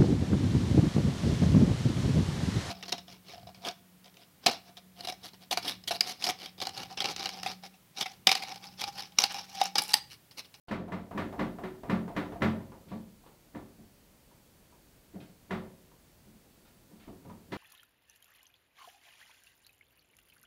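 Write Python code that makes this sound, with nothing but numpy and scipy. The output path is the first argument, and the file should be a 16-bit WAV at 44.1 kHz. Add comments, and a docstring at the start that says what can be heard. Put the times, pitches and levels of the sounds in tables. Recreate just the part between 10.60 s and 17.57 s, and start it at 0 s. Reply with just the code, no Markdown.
"""Cat pawing into a toilet bowl

A cat on a loose plastic seat makes four quick strokes a second: each dabs into the hollow bowl,
then rocks the seat against the porcelain. Later it only shifts its weight now and then, with light
taps and brushes. The knocks boom in a small tiled bathroom over a steady hiss."""
import sys
import numpy as np
from scipy import signal
from scipy.fft import rfft, irfft, next_fast_len
from scipy.io import wavfile

SR = 44100
rng = np.random.default_rng(int(sys.argv[2]) if len(sys.argv) > 2 else 0)


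def transcribe(signal):
    """Save signal, clipped to [-1, 1], as a 16-bit WAV file at the path in sys.argv[1]."""
    frames = np.atleast_2d(signal).T
    limited = np.clip(frames, -1, 1)
    pcm = np.round(limited * 32767).astype(np.int16)
    wavfile.write(sys.argv[1], SR, pcm)


N = 307377
RING = int(.9 * SR)   # samples given to one contact's tail
AGE = np.arange(RING) / SR
GRAZE_S = 0.012   # an edge grazes the rim this long before the seat lands

# spectrum of a knock's dense ringing: f/Hz, level/dB
KNOCK_SPECTRUM = [(50,-17),(110,-3),(200,4.5),(320,0.5),(480,-1.5),(1000,-3),(1400,-9),(2000,-12.5),(2700,-21),(3700,-23.5),(5500,-36),(8000,-42),(15000,-48.5)]
# pawing, a dab and then a hard knock: knock t/s, level/dB, softness/0-1, thump f/Hz, dab lead/s
PAW_STROKES = [(0.110,-34.5,0.11,220,0.028),(0.319,-37.5,0.14,188,0.039),(0.575,-34,.06,236,0.065),(0.792,-31,0.16,233,0.066),(1.035,-39,0.15,282,0.05),(1.296,-31.5,0.09,187,.064),(1.563,-33.5,0.05,232,.085),(1.819,-29,0,222,0.098)]


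def from_db(db):
    """Decibels to gain."""
    return 10 ** (np.asarray(db) / 20)


def at_hz(points, hz):
    """Read a curve along log frequency."""
    freqs, values = np.transpose(points)
    return np.interp(np.log(hz + 0.00071), np.log(freqs), values)


def unit_onset(x):
    """Scale a sound to rms 1 over its first 40 ms."""
    head = x[:int(.04 * SR)]
    return x / np.sqrt(np.mean(head ** 2) + 1e-20)


def add(track, s, sound):
    """Mix a sound into the track from time s."""
    start = max(0, int(s * SR))
    track[start:start + len(sound)] += sound[:len(track) - start]


def band(x, band_hz, order):
    """Butterworth band-pass."""
    return signal.sosfilt(signal.butter(order, band_hz, "band", fs=SR, output="sos"), x)


def swell(x, rise_s):
    """A rounded attack, at unit onset level: the contact closes and the reflections pile up."""
    return unit_onset(x * (1 - np.exp(-AGE / rise_s)))


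def noise(colour, size):
    """Noise of a given spectrum, rms 1."""
    gain = from_db(at_hz(colour, np.fft.rfftfreq(size, 1 / SR)))
    x = irfft(rfft(rng.standard_normal(size)) * gain, size)
    return x / x.std()


def background():
    """A bed of room rumble, microphone hiss and a faint whine that sets in low and swells."""
    # spectrum of rumble and hiss: f/Hz, level/dB
    bed_spectrum = [(15,-44),(26,0.5),(50,0.5),(95,-0.5),(150,-1),(220,-2),(370,-7.5),(550,-9.5),(800,-13.5),(1200,-17.5),(2700,-19.5),(4500,-21.5),(10000,-22.5),(14000,-21.5)]
    fade_start_s, fade_s, fade_depth_db, floor_db = 0.074, 0.52, 10.5, -44
    whine_hz, half_width_hz = 4510, 70
    risen = (np.arange(N) / SR - fade_start_s) / fade_s
    fade = (risen > 0) * from_db(-fade_depth_db * (1 - np.clip(risen, 0, 1)))
    whine = band(rng.standard_normal(N), [whine_hz - half_width_hz, whine_hz + half_width_hz], order=1)
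    hiss = noise(bed_spectrum, next_fast_len(N))[:N]
    bed = from_db(-61) * hiss + from_db(-83.5) * whine / whine.std()
    return (fade + from_db(floor_db)) * bed


def room_ring(colour):
    """One contact heard through dense reflections: each half octave dies at the room's rate."""
    # reverb time of the tiled room: f/Hz, t60/s
    tile_decay = [(80,0.91),(220,0.68),(560,0.53),(1400,0.32),(3800,0.36),(10000,0.3)]
    spectrum, hz = rfft(noise(colour, RING)), np.fft.rfftfreq(RING, 1 / SR)
    edges_hz = np.geomspace(30, 17000, 19)
    out = 0
    for low, high in zip(edges_hz, edges_hz[1:]):
        half_octave = irfft(spectrum * ((hz >= low) & (hz < high)), RING)
        t60 = at_hz(tile_decay, np.sqrt(low * high))
        out = out + half_octave * from_db(-60 * AGE / t60)
    return unit_onset(out)


def paw_friction(length_s, per_s, catch_db):
    """A first touch, then uneven small catches while the paw moves."""
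    caught = (rng.random(RING) < per_s / SR) & (AGE < length_s)
    catches = caught * rng.standard_normal(RING) * from_db(catch_db)
    catches[0] = 1
    return catches


def brushes():
    """A paw slides over the plastic in many tiny catches."""
    # paw slides: t/s, level/dB, length/s
    paw_slides = [(0.085,-54.5,0.0089),(2.284,-61,0.049),(2.661,-68,.02),(4.602,-59.5,0.0063),(6.051,-68.5,0.037),(6.398,-63.5,0.06),(6.92,-48.5,.02)]
    # spectrum of fur and pads on plastic: f/Hz, level/dB
    fur_spectrum = [(300,4),(1200,6),(2200,5),(3600,3),(4600,-0.5),(6000,-12),(15000,-24)]
    out = np.zeros(N)
    for s, db, length_s in paw_slides:
        catches = paw_friction(length_s, per_s=2300, catch_db=-19)
        swish = signal.fftconvolve(catches, room_ring(fur_spectrum))
        add(out, s, from_db(db) * unit_onset(swish))
    return out


def dab(length_s, bowl_hz, bowl_t60=0.078, bowl_db=-8, tick_db=6, tick_s=0.0016):
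    """A paw dabs into the bowl: a short tick, then the hollow rings on while the paw moves."""
    # spectrum of the bowl's hollow: f/Hz, level/dB
    hollow_spectrum = [(100,1),(250,2),(450,2.5),(680,-1.5),(900,2),(1150,-1.5),(1450,-9.5),(1900,-13.5),(3000,-22.5),(8000,-37)]
    tone = np.sin(2 * np.pi * bowl_hz * AGE) * from_db(-60 * AGE / bowl_t60)
    bowl = from_db(bowl_db) * swell(tone, rise_s=0.0025)
    attack = 1 + from_db(tick_db) * np.exp(-AGE / tick_s)
    tick = swell(room_ring(hollow_spectrum) * attack, rise_s=0.0013)
    catches = paw_friction(length_s, per_s=540, catch_db=-11)
    drone = signal.fftconvolve(catches, bowl)[:RING]
    return unit_onset(tick + drone)


def paw_in_bowl():
    """A long dab leads each stroke; the lone taps are brief, each with a hollow pitch of its own."""
    # lone light taps in the bowl: t/s, level/dB, ring f/Hz
    lone_taps = [(1.658,-52.5,993),(2.001,-54,980),(2.118,-51.5,1004),(2.637,-63,700),(2.662,-59,950),(3.709,-65.5,956),(4.121,-63,970),(5.315,-64.5,945),(6.477,-55.5,655),(6.649,-56.5,710),(6.695,-51.5,990)]
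    full_dab_db, full_lead_s = -44, 0.052
    out = np.zeros(N)
    for s, *_, lead_s in PAW_STROKES:
        gain = from_db(full_dab_db) * min(lead_s / full_lead_s, 1)   # hastier dabs are weaker
        add(out, s - lead_s, gain * dab(length_s=0.75 * lead_s, bowl_hz=690))
    for s, db, ring_hz in lone_taps:
        add(out, s, from_db(db) * dab(length_s=0.006, bowl_hz=ring_hz))
    return out


def seat_ring(spread_db, build_cycles):
    """A blow gives each mode its own strength and phase; standing waves take a few cycles to build."""
    # modes of seat and bowl, and the room's low standing waves: f/Hz, level/dB, t60/s
    seat_modes = [(45.4,-11,0.52),(93.25,-5.5,0.56),(138.3,-8,0.52),(178.8,-4.5,0.5),(195.7,-3,0.2),(220.2,-4,0.55),(285.2,-10.5,0.54),(301.7,-4.5,0.49),(345,-17,0.51),(372.7,-9,0.62),(385,-16.5,0.25),(519,-16.5,0.69),(545,-24,1),(636,-20,0.84),(641.5,-7.5,0.15),(709,-10,0.29),(943,-21,0.37),(1144,-15,0.28),(1182,-21,0.34),(1300,-19,0.25),(1760,-24.5,0.47),(1823,-27,0.44),(2044,-18,0.24)]
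    hz, level_db, t60 = np.transpose(seat_modes)[:, :, None]
    strength_db = level_db + spread_db * rng.standard_normal(hz.shape)
    waves = np.sin(2 * np.pi * (hz * AGE + rng.random(hz.shape)))
    build = 1 - np.exp(-AGE * hz / build_cycles)
    decay = from_db(strength_db - 60 * AGE / t60)
    return unit_onset(np.sum(waves * build * decay, axis=0))


def knock(repeating_ring, softness, pitch_hz):
    """The seat meets the rim after GRAZE_S: weight gives the thump, a hard contact the clack."""
    graze_db, flex_s, bounce_s, bounce_db = -15, 0.00475, 0.015, -9
    # the contact point wanders, so only part of the ringing repeats
    ring = unit_onset(repeating_ring + 0.48 * room_ring(KNOCK_SPECTRUM))
    ring = ring + seat_ring(spread_db=3, build_cycles=1.5)
    # a cushioned contact dies faster and closes slowly, with little clack and a darker, weaker body
    ring = ring * from_db(-25 * softness * AGE)
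    closing_s = 0.0011 + 0.007 * softness ** 2
    body_db, clack_db = -2.64 - 14 * softness, -4.5 - 31 * softness   # against the thump
    body_top_hz = max(1347 * 2 ** -softness, 600)
    # where the weight lands decides which low modes speak most
    favoured = band(ring, [pitch_hz / 1.15, pitch_hz * 1.15], order=1)
    lows = band(ring, [30, 450], order=2) + from_db(4) * favoured
    thump = swell(band(lows, [25, 500], order=2), rise_s=0.005)
    # an edge grazes the rim, the seat flexes under the weight, strikes and bounces on that edge
    edge = room_ring(KNOCK_SPECTRUM)
    out = np.zeros(2 * RING)
    add(out, 0, from_db(body_db + graze_db) * swell(edge, rise_s=0.00077))
    add(out, GRAZE_S - flex_s, thump)
    for s, db, contact in (GRAZE_S, 0, ring), (GRAZE_S + bounce_s, bounce_db, edge):
        body = swell(band(contact, [450, body_top_hz], order=3), closing_s)
        clack = swell(band(contact, [1400, 17000], order=3), closing_s)
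        add(out, s, from_db(body_db + db) * body + from_db(clack_db + db) * clack)
    return out


def seat():
    """Every stroke and every shift of weight knocks the loose seat on the porcelain rim."""
    # shifts of weight, and at 0.191 s a rebound of the seat after the first stroke: t/s, level/dB,
    # softness/0-1, thump f/Hz
    weight_shifts = [(0.191,-39,.8,221),(0.547,-38.5,0.65,205),(2.262,-55,1,192),(2.313,-39.5,0.46,196),(2.947,-42,0.31,240),(3.187,-53.5,0.76,194),(4.541,-43,0.72,170),(4.907,-35.5,0.07,177),(5.662,-58.5,0.76,193),(6.31,-56,0.6,205),(6.475,-48,.8,265),(6.66,-50,0.86,126),(6.7,-58,0.8,193),(6.879,-58.5,1,219),(6.921,-40,0.07,285)]
    lean_lead_s, lean_db = 0.01797, -11.5
    out, repeating_ring = np.zeros(N), room_ring(KNOCK_SPECTRUM)
    for s, db, softness, pitch_hz, *_ in PAW_STROKES + weight_shifts:
        add(out, s - GRAZE_S, from_db(db) * knock(repeating_ring, softness, pitch_hz))
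    # the cat leans into each stroke: a soft thump just before the seat lands
    for s, db, *_ in PAW_STROKES:
        lean = band(seat_ring(spread_db=2.5, build_cycles=1.6), [70, 420], order=2)
        add(out, s - lean_lead_s, from_db(db + lean_db) * unit_onset(lean))
    return out


def scene():
    """Knocks, dabs and brushes over the bed, in mono."""
    return (seat() + paw_in_bowl() + brushes() + background())[None]


def record(dry):
    """A steep low-pass takes off the very top."""
    cutoff_hz = 15750
    return signal.sosfilt(signal.ellip(16, .1, 80, cutoff_hz, fs=SR, output="sos"), dry)


dry = scene()
out = record(dry)
transcribe(out)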